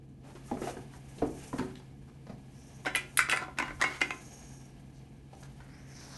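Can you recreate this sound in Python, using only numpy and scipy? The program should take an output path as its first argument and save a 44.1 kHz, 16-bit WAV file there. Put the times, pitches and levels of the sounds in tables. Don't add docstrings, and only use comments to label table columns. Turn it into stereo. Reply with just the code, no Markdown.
import sys
import numpy as np
from scipy import signal
from scipy.fft import rfft, irfft, next_fast_len
from scipy.io import wavfile
from scipy.ndimage import map_coordinates

SR = 44100
rng = np.random.default_rng(int(sys.argv[2]) if len(sys.argv) > 2 else 0)


def log_audio(samples):
    frames = np.atleast_2d(samples).T
    limited = np.clip(frames, -1, 1)
    pcm = np.round(limited * 32767).astype(np.int16)
    wavfile.write(sys.argv[1], SR, pcm)


N = 272375


def amp(db):
    return 10 ** (np.asarray(db) / 20)


def unit(x):
    return x / np.sqrt(np.mean(x ** 2) + 1e-20)


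def unit_energy(x):
    return unit(x) / np.sqrt(x.shape[-1])


def along(points, hz):
    freqs, values = np.transpose(points)
    return np.interp(np.log(hz + 1), np.log(freqs + 1), values)


def wobble(rate):
    return map_coordinates(rng.standard_normal(int(N * rate / SR) + 4), [np.arange(N) * rate / SR])


def filtered(x, response):
    size = x.shape[-1]
    padded = next_fast_len(size + 2048)
    return irfft(rfft(x, padded) * response(np.fft.rfftfreq(padded, 1 / SR)), padded)[..., :size]


def band(x, edges_hz, order=3):
    return signal.sosfilt(signal.butter(order, edges_hz, "band", fs=SR, output="sos"), x)


def fade(t, t60):
    return np.exp(-np.log(1000) * t / t60)


def add(track, start, sound):
    rest = track[:, max(round(start * SR), 0):][:, :sound.shape[-1]]
    rest += sound[:, :rest.shape[-1]]


# (frequency [Hz], likeness [0 to 1])
LIKENESS = [(60, 0.94), (250, 0.82), (600, 0.35), (1500, 0.24), (5000, 0.24), (11000, 0)]


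def diffuse(size):
    def share(hz):
        angle = np.arccos(np.clip(along(LIKENESS, hz), -1, 1)) / 2
        return np.array([np.cos(angle), np.sin(angle)])
    mid, side = filtered(rng.standard_normal((2, size)), share)
    return np.array([mid + side, mid - side])


def shaped_noise(spectrum):
    return unit(filtered(diffuse(N), lambda hz: amp(along(spectrum, hz))))


def friction(strokes):
    t = np.arange(N) / SR
    loudness = np.zeros(N)
    for start, length, db in strokes:
        speed = np.abs(np.sin(np.pi * np.clip((t - start) / length, 0, 1)))
        loudness += amp(db) * speed ** 0.8
    return loudness


def strike(tones, crack_t60, ring_db):
    t = np.arange(SR // 4) / SR
    hz, db, t60 = np.transpose(tones)[:, :, None]
    strength, phase = rng.standard_normal((2, len(tones), 1))
    ring = amp(db + 4.2 * strength) * fade(t, t60) * np.sin(2 * np.pi * (hz * t + phase))
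    crack = rng.standard_normal(len(t)) * fade(t, crack_t60) * (1 - fade(t, 0.0062))
    return unit_energy(crack) + amp(ring_db) * unit_energy(ring.sum(0))


def main_ring(hz, t60):
    t = np.arange(SR // 4) / SR
    return unit_energy(np.sin(2 * np.pi * hz * t) * fade(t, t60))


# (frequency [Hz], fade time [s])
ECHO_TIMES = [(150, 0.89), (500, 0.46), (2000, 0.3), (5000, 0.29), (11500, 0.13), (14000, 0.033)]


def in_kitchen(sound, lead_ms, near_db, near_t60, tail_db):
    size = SR // 2
    t = np.arange(size) / SR
    hz, times, spectrum = signal.stft(diffuse(size), SR, nperseg=256)
    spectrum = spectrum * fade(times, along(ECHO_TIMES, hz)[:, None])
    tail = signal.istft(spectrum, SR, nperseg=256)[1][:, :size]
    tail = unit_energy(tail * (1 - fade(t, 0.058)))
    near = unit_energy(diffuse(size) * fade(t, near_t60) * (1 - fade(t, 0.034)))
    heard = signal.fftconvolve(sound[None], amp(near_db) * near + amp(tail_db) * tail, axes=1)
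    delays = np.array([[0], [lead_ms / 1000]])
    heard[:, :len(sound)] += filtered(sound, lambda f: np.exp(-2j * np.pi * f * delays))
    return heard


# (frequency [Hz], relative level [dB])
ROOM_COLOUR = [(12, -62), (20, -22.5), (59, 1.5), (102, -7.5), (135, 0), (171, -7), (213, -2.5),
               (307, -8.5), (337, -10), (404, -19), (460, -12), (533, -25.5), (754, -22), (1070, -49),
               (1600, -120)]
# (pitch [Hz], level [dB])
MOTOR_TONES = [(134.2, -56), (220.7, -74.5), (269, -67.5)]


def appliance():
    t = np.arange(N) / SR
    hum = np.zeros(N)
    for hz, db in MOTOR_TONES:
        peak = np.sqrt(2) * amp(db + 0.26 * wobble(1.5))
        hum += peak * np.sin(2 * np.pi * hz * t + 0.5 * wobble(4.5))
    return hum + amp(-54.5) * shaped_noise(ROOM_COLOUR)


# (start [s], length [s], level [dB])
LOW_BUMP = [(3.665, 0.17, -45)]


def bump():
    return friction(LOW_BUMP) * unit(band(diffuse(N), edges_hz=(42, 78)))


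# (start [s], length [s], level [dB], first pitch [Hz], last pitch [Hz], width [Hz])
SLEEVE_SWISHES = [(2.508, 0.4, -68, 5530, 6540, 1300), (3.833, 0.87, -62, 6460, 6550, 556),
                  (4.084, 0.67, -66.5, 5630, 5720, 610), (5.56, 0.59, -64.5, 1703, 1975, 1200),
                  (5.68, 0.24, -68.5, 4740, 6600, 1100), (5.85, 0.47, -58, 5790, 5510, 1700),
                  (5.92, 0.34, -63, 4360, 4200, 1600), (5.952, 0.34, -60, 1208, 1391, 1530)]


def sleeve():
    t = np.arange(N) / SR
    track = np.zeros((2, N))
    for start, length, db, first_hz, last_hz, width_hz in SLEEVE_SWISHES:
        pitch = np.interp(t, (start, start + length), (first_hz, last_hz))
        noise = rng.standard_normal((2, N)) + 1.55 * rng.standard_normal(N)
        ribs = unit(filtered(noise, lambda hz: 1 / (1 + (2 * hz / width_hz) ** 4)))
        tone = np.sqrt(2) * np.cos(2 * np.pi * np.cumsum(pitch) / SR)
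        track += friction([(start, length, db)]) * ribs * tone
    return track * amp(1.7 * wobble(35))


# (frequency [Hz], relative level [dB])
SLIDE_COLOUR = [(1500, -33), (3500, -8), (6000, 14), (8000, 10.5), (9300, 15.5), (10600, 5.5), (11500, 8),
                (12500, -9), (14000, -64.5)]
RUSTLE_COLOUR = [(400, 2), (620, 0), (700, 3.5), (820, 3.5), (950, -2), (1200, -5), (1480, -9.5),
                 (1680, 0.5), (1850, -9), (2100, -5), (2320, -3.5), (2650, -7), (2950, -6), (3500, -10.5),
                 (4400, -11), (7000, -19.5)]
# (start [s], length [s], relative level [dB])
HAND_SLIDES = [(0.23, 0.2, -68.5), (0.42, 0.2, -63), (0.585, 0.17, -54.5), (0.7, 0.17, -64),
               (0.91, 0.087, -64.5), (1.05, 0.45, -63), (1.33, 0.39, -59), (5.35, 0.13, -66.5)]
ARM_REACHES = [(2.46, 0.65, -66), (2.9, 0.64, -64), (3.6, 1.15, -60.5), (5.85, 0.55, -60.5)]
# (time [s], relative level [dB])
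CLOTHES_STIR = [(0.2, -70.5), (0.33, -60.5), (1.7, -59), (1.95, -66.5), (2.6, -62), (4.6, -62),
                (5.22, -65.5), (5.45, -61.5)]


def rubbing():
    hands = friction(HAND_SLIDES) * amp(0.61 * wobble(8.8))
    arm = friction(ARM_REACHES)
    clothes = amp(np.interp(np.arange(N) / SR, *np.transpose(CLOTHES_STIR)))
    # (sliding [dB], rustling [dB]). Their powers add up.
    moves = [(hands, (0.99, 0.53)), (arm, (-0.38, 1)), (clothes, (-11.5, 0))]
    slide_level, rustle_level = np.sqrt(sum(np.outer(amp(mix), move) ** 2 for move, mix in moves))
    slide = slide_level * amp(1.93 * wobble(65)) * shaped_noise(SLIDE_COLOUR)
    rustle = rustle_level * amp(1.2 * wobble(50)) * shaped_noise(RUSTLE_COLOUR)
    return slide + rustle


# (start [s], length [s], level [dB], pitch [Hz])
DRAGS = [(0.223, 0.11, -59.5, 830), (0.35, 0.029, -58, 1480), (0.474, 0.045, -61.5, 1280),
         (0.612, 0.035, -48.5, 730), (0.614, 0.11, -56, 2840), (0.663, 0.044, -43, 697),
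         (1.18, 0.019, -57, 4070), (1.384, 0.09, -60.5, 2690), (1.579, 0.025, -42, 1600),
         (1.605, 0.027, -55, 1480), (1.695, 0.026, -62, 1500), (1.7535, 0.0049, -51, 3900),
         (1.757, 0.044, -64.5, 3500), (2.073, 0.033, -66.5, 1330), (3.294, 0.075, -42, 1500),
         (3.383, 0.076, -51, 1470), (3.57, 0.019, -49, 1980), (3.575, 0.16, -53, 1970),
         (3.793, 0.05, -43, 1410), (3.809, 0.19, -48, 2120), (4.005, 0.015, -39.5, 2300),
         (4.933, 0.075, -71, 6040), (5.432, 0.007, -57.5, 6300), (5.35, 0.0053, -63, 6000)]


def scrapes():
    track = np.zeros((2, N))
    for start, length, db, hz in DRAGS:
        size = int(length * SR)
        slips = rng.standard_normal(size) * rng.exponential(size=size) ** 1.46
        ring = unit(band(slips, edges_hz=(hz * 0.886, hz * 1.03), order=2))
        grit = unit(band(slips, edges_hz=(hz * 0.5, hz * 1.02), order=1))
        stroke = amp(db) * unit(ring + amp(8.5) * grit) * signal.windows.tukey(size, 0.5)
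        add(track, start, in_kitchen(stroke, lead_ms=0.02, near_db=-5, near_t60=0.1, tail_db=-8))
    return track


# (pitch [Hz], relative level [dB], fade time [s])
BOX_TONES = [(71, -49, 0.6), (118, -3, 0.42), (272, 13.5, 0.021), (376.4, 0.5, 0.32), (446, 10, 0.051),
             (742, -22, 0.093), (1014, 1.5, 0.084), (1258, 9.5, 0.048), (1470, -8.5, 0.15)]
# (time [s], relative level [dB], thump [dB], slap [dB], boom pitch [Hz], boom [dB])
BOX_HITS = [(0.351, -52.5, -6, -7, 352, 7.5), (0.514, -36.5, -20, -12.5, 807, 4.5),
            (0.519, -38, -5, -33, 245, 8), (0.539, -44, -4, -25, 235, 7.5), (0.569, -46, -20, -0.5, 248, 4),
            (0.618, -39, 12, -4, 347, 4), (0.643, -42.5, -2, -18, 374, 6.5),
            (0.673, -40, -10, -1, 708, 3.5), (0.768, -47, 14, 0, 381, 4.5), (0.935, -60.5, -4, 9.5, 259, 4),
            (1.184, -50, 14, -8, 355, 2), (1.2197, -40, -25, -1, 705, 5),
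            (1.2238, -32.5, -25, -36, 453, 9.5), (1.233, -34.5, -1, -28, 288, 10.5),
            (1.5298, -43.5, -5, -1, 1009, 6.5), (1.538, -40, 13, -22, 267, 9),
            (1.586, -40.5, -5, -1, 270, -5), (1.592, -36.5, 3, -4.5, 254, 8),
            (1.613, -39.5, -5, -10, 254, 3.5), (1.797, -60.5, 4, -1, 203, 8),
            (2.267, -50, 7.5, -5, 663, -5), (2.294, -52.5, -3.5, -1.5, 630, 0),
            (2.298, -47, 10, -12, 202, 9), (5.331, -52.5, -8, -8, 777, 0.5), (5.427, -54, 6, 1.5, 260, -2),
            (5.603, -56.5, 8, 4, 940, -1)]


def boxes():
    track = np.zeros((2, N))
    for start, db, thump_db, slap_db, boom_hz, boom_db in BOX_HITS:
        hit = strike(BOX_TONES, crack_t60=0.045, ring_db=-10.5)
        thud = unit_energy(band(hit, edges_hz=(260, 780)))
        thump = amp(thump_db - 10) * unit_energy(band(hit, edges_hz=(125, 280), order=2))
        slap = amp(slap_db - 2.5) * unit_energy(band(hit, edges_hz=(850, 1900)))
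        scuff = amp(-59.5 + 0.1 * db) * unit_energy(band(hit, edges_hz=(2200, 5500), order=2))
        landing = amp(24.5) * (amp(db) * (thud + thump + slap) + scuff)
        add(track, start, in_kitchen(landing, lead_ms=0.021, near_db=0.5, near_t60=0.21, tail_db=-11.5))
        boom = amp(23.5 + db + boom_db) * main_ring(boom_hz, t60=0.058)
        add(track, start, in_kitchen(boom, lead_ms=0.013, near_db=-7, near_t60=0.2, tail_db=-13))
    return track


# (pitch [Hz], relative level [dB], fade time [s])
CUP_TONES = [(296.7, 0, 0.081), (369, -13.5, 0.45), (743, -9.5, 0.11), (988, -9, 0.17), (1041, -1, 0.14),
             (1318, -7.5, 0.091), (1418, -15.5, 0.37), (1518, -8, 0.11), (1770, -11, 0.12),
             (2070, -5.5, 0.13), (2160, -7, 0.13), (2230, -22.5, 0.13), (2580, -7.5, 0.091),
             (2630, -21, .16), (2800, -17, 0.17), (3410, -6, 0.15), (3932, 3.5, 0.074), (4850, -2.5, 0.093),
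             (6470, -9, 0.11), (7850, -13.5, 0.15), (8800, -12, 0.14), (11000, -14.5, 0.081)]
# (time [s], head start of the rim's tick on
# the left [ms])
CUP_DIRECTION = [(2.85, .07), (3.2, .062), (3.55, .015), (4.1, 0)]
# (frequency [Hz], left minus right [dB])
CUP_BALANCE = [(150, 1.5), (550, 3.5), (2200, 0), (4500, -1.5), (9000, 1.5)]
# (time [s], relative level [dB], knock [dB], crack [dB], snap [dB], clack pitch [Hz],
#  struck cup's pitch [Hz], its ring [dB], other cup's pitch [Hz], its ring [dB])
CUP_HITS = [(2.85, -44, -9, -5, -8, 1770, 1094, 2.5, 760, -11),
            (2.858, -34.5, -3.5, -3.5, -15, 1680, 740, -6, 1500, -11),
            (2.8643, -26.5, -3, -24, -23, 2090, 2043, -7.5, 746, -8.5),
            (2.874, -33.5, -3.5, -12, -30, 1980, 2140, -7, 1550, -13),
            (2.9497, -24, -20, -12, -10.5, 2190, 2006, -1.5, 2580, -8.5),
            (2.958, -29.5, -5, -4, 4.5, 2030, 2407, 2.5, 1346, -5),
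            (3.1725, -28, -26, -0.5, 14, 1850, 1990, -6.5, 3460, -13.5),
            (3.1901, -15.5, -41.5, -13.5, -10.5, 1840, 2000, -5.5, 1387, -13.5),
            (3.202, -37.5, -13.5, -16, -19.5, 2110, 1834, 9.5, 2320, 11.5),
            (3.287, -36, -1.5, -9, -17, 1800, 1980, -11, 1304, 1),
            (3.296, -27.5, -27, -7, 3.5, 2240, 2680, -3, 1490, -6),
            (3.3133, -28, -21, -5, 0, 2140, 2220, -17, 2540, 1),
            (3.3235, -25, -17.5, -25, -30, 2100, 2760, -15, 1337, -5),
            (3.3304, -32, 2, -28, -30, 1900, 1977, 8.5, 1373, -9),
            (3.3617, -42, -1, -18, 6.5, 1700, 1355, 1, 1990, -12),
            (3.371, -29.5, -19, -11.5, -8, 1810, 2000, -5, 2315, -20),
            (3.417, -49, 12, -19, -17, 1610, 1340, -7, 1010, -9),
            (3.425, -46, 6, -9, -22, 1600, 1380, 8, 743, 2.5),
            (3.481, -52, 13, -19, -30, 1600, 1430, 2, 1017, -9),
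            (3.586, -30, -6.5, -8.5, -12.5, 1890, 1493, 0, 1030, -7),
            (3.599, -30.5, -0.5, -14, -20, 1910, 1023, 1, 2196, -4),
            (3.624, -33, 0.5, -17, -26, 1780, 1990, -3, 2845, -8.5),
            (3.681, -43.5, -3, -29, -29, 1760, 1030, -1, 1540, 2),
            (3.706, -43, 1, -32, -32, 1670, 2250, -4, 1510, -2),
            (3.814, -25.5, -13, -7.5, -14, 1530, 1174, -2.5, 1015, -16),
            (3.8224, -30.5, -5, -4.5, -25, 1780, 1920, 5.5, 1335, -9),
            (3.8393, -27.5, 0, -12.5, -22, 1840, 1280, -11, 2180, 3.5),
            (3.8484, -41.5, 1, -9, -28, 1800, 1480, 1.5, 2795, 6),
            (4.015, -24, -4.5, -11, -21.5, 2060, 2080, 0, 2455, -5.5),
            (4.106, -33, -2.5, -14, -23, 1930, 2107, -2, 2480, -9)]


def cups():
    track = np.zeros((2, N))
    for start, db, knock_db, crack_db, snap_db, clack_hz, ring_hz, ring_db, other_hz, other_db in CUP_HITS:
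        lead_ms = np.interp(start, *np.transpose(CUP_DIRECTION))
        flatness = amp(knock_db) / (1 + amp(knock_db))
        wall = strike(CUP_TONES, crack_t60=0.01 + 0.025 * flatness, ring_db=-9.5)
        clack = unit_energy(band(wall, edges_hz=(clack_hz * 0.7, clack_hz * 1.406), order=4))
        knock = amp(knock_db - 2) * unit_energy(band(wall, edges_hz=(240, 1050)))
        ring = amp(ring_db) * main_ring(ring_hz, t60=0.075)
        ring += amp(other_db) * main_ring(other_hz, t60=0.125)
        body = in_kitchen(clack + knock + ring, 1.6 * lead_ms, near_db=-8.5, near_t60=0.1, tail_db=-11)
        rim = strike(CUP_TONES, crack_t60=0.0095, ring_db=-8)
        crack = amp(crack_db + 1) * unit_energy(band(rim, edges_hz=(2800, 7700)))
        snap = amp(snap_db + 0.5) * unit_energy(band(rim, edges_hz=(8100, 10700), order=2))
        tick = in_kitchen(crack, lead_ms, near_db=-4.5, near_t60=0.06, tail_db=-10.5)
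        tick += in_kitchen(snap, lead_ms, near_db=-12.5, near_t60=0.08, tail_db=-15)
        add(track, start, amp(db + 23) * (body + tick))
    return filtered(track, lambda hz: amp(np.outer([1, -1], along(CUP_BALANCE, hz)) / 2))


def scene():
    return cups() + boxes() + scrapes() + rubbing() + sleeve() + bump() + appliance()


def record(dry):
    # (frequency [Hz], gain [dB])
    colour = [(9700, 1.5), (10600, -4.5), (11200, 8), (12000, -5.5),
              (12700, -18), (14500, -22), (16500, -26)]
    return filtered(dry, lambda hz: amp(along(colour, hz)) * (hz < 16500))


dry = scene()
out = record(dry)
log_audio(out)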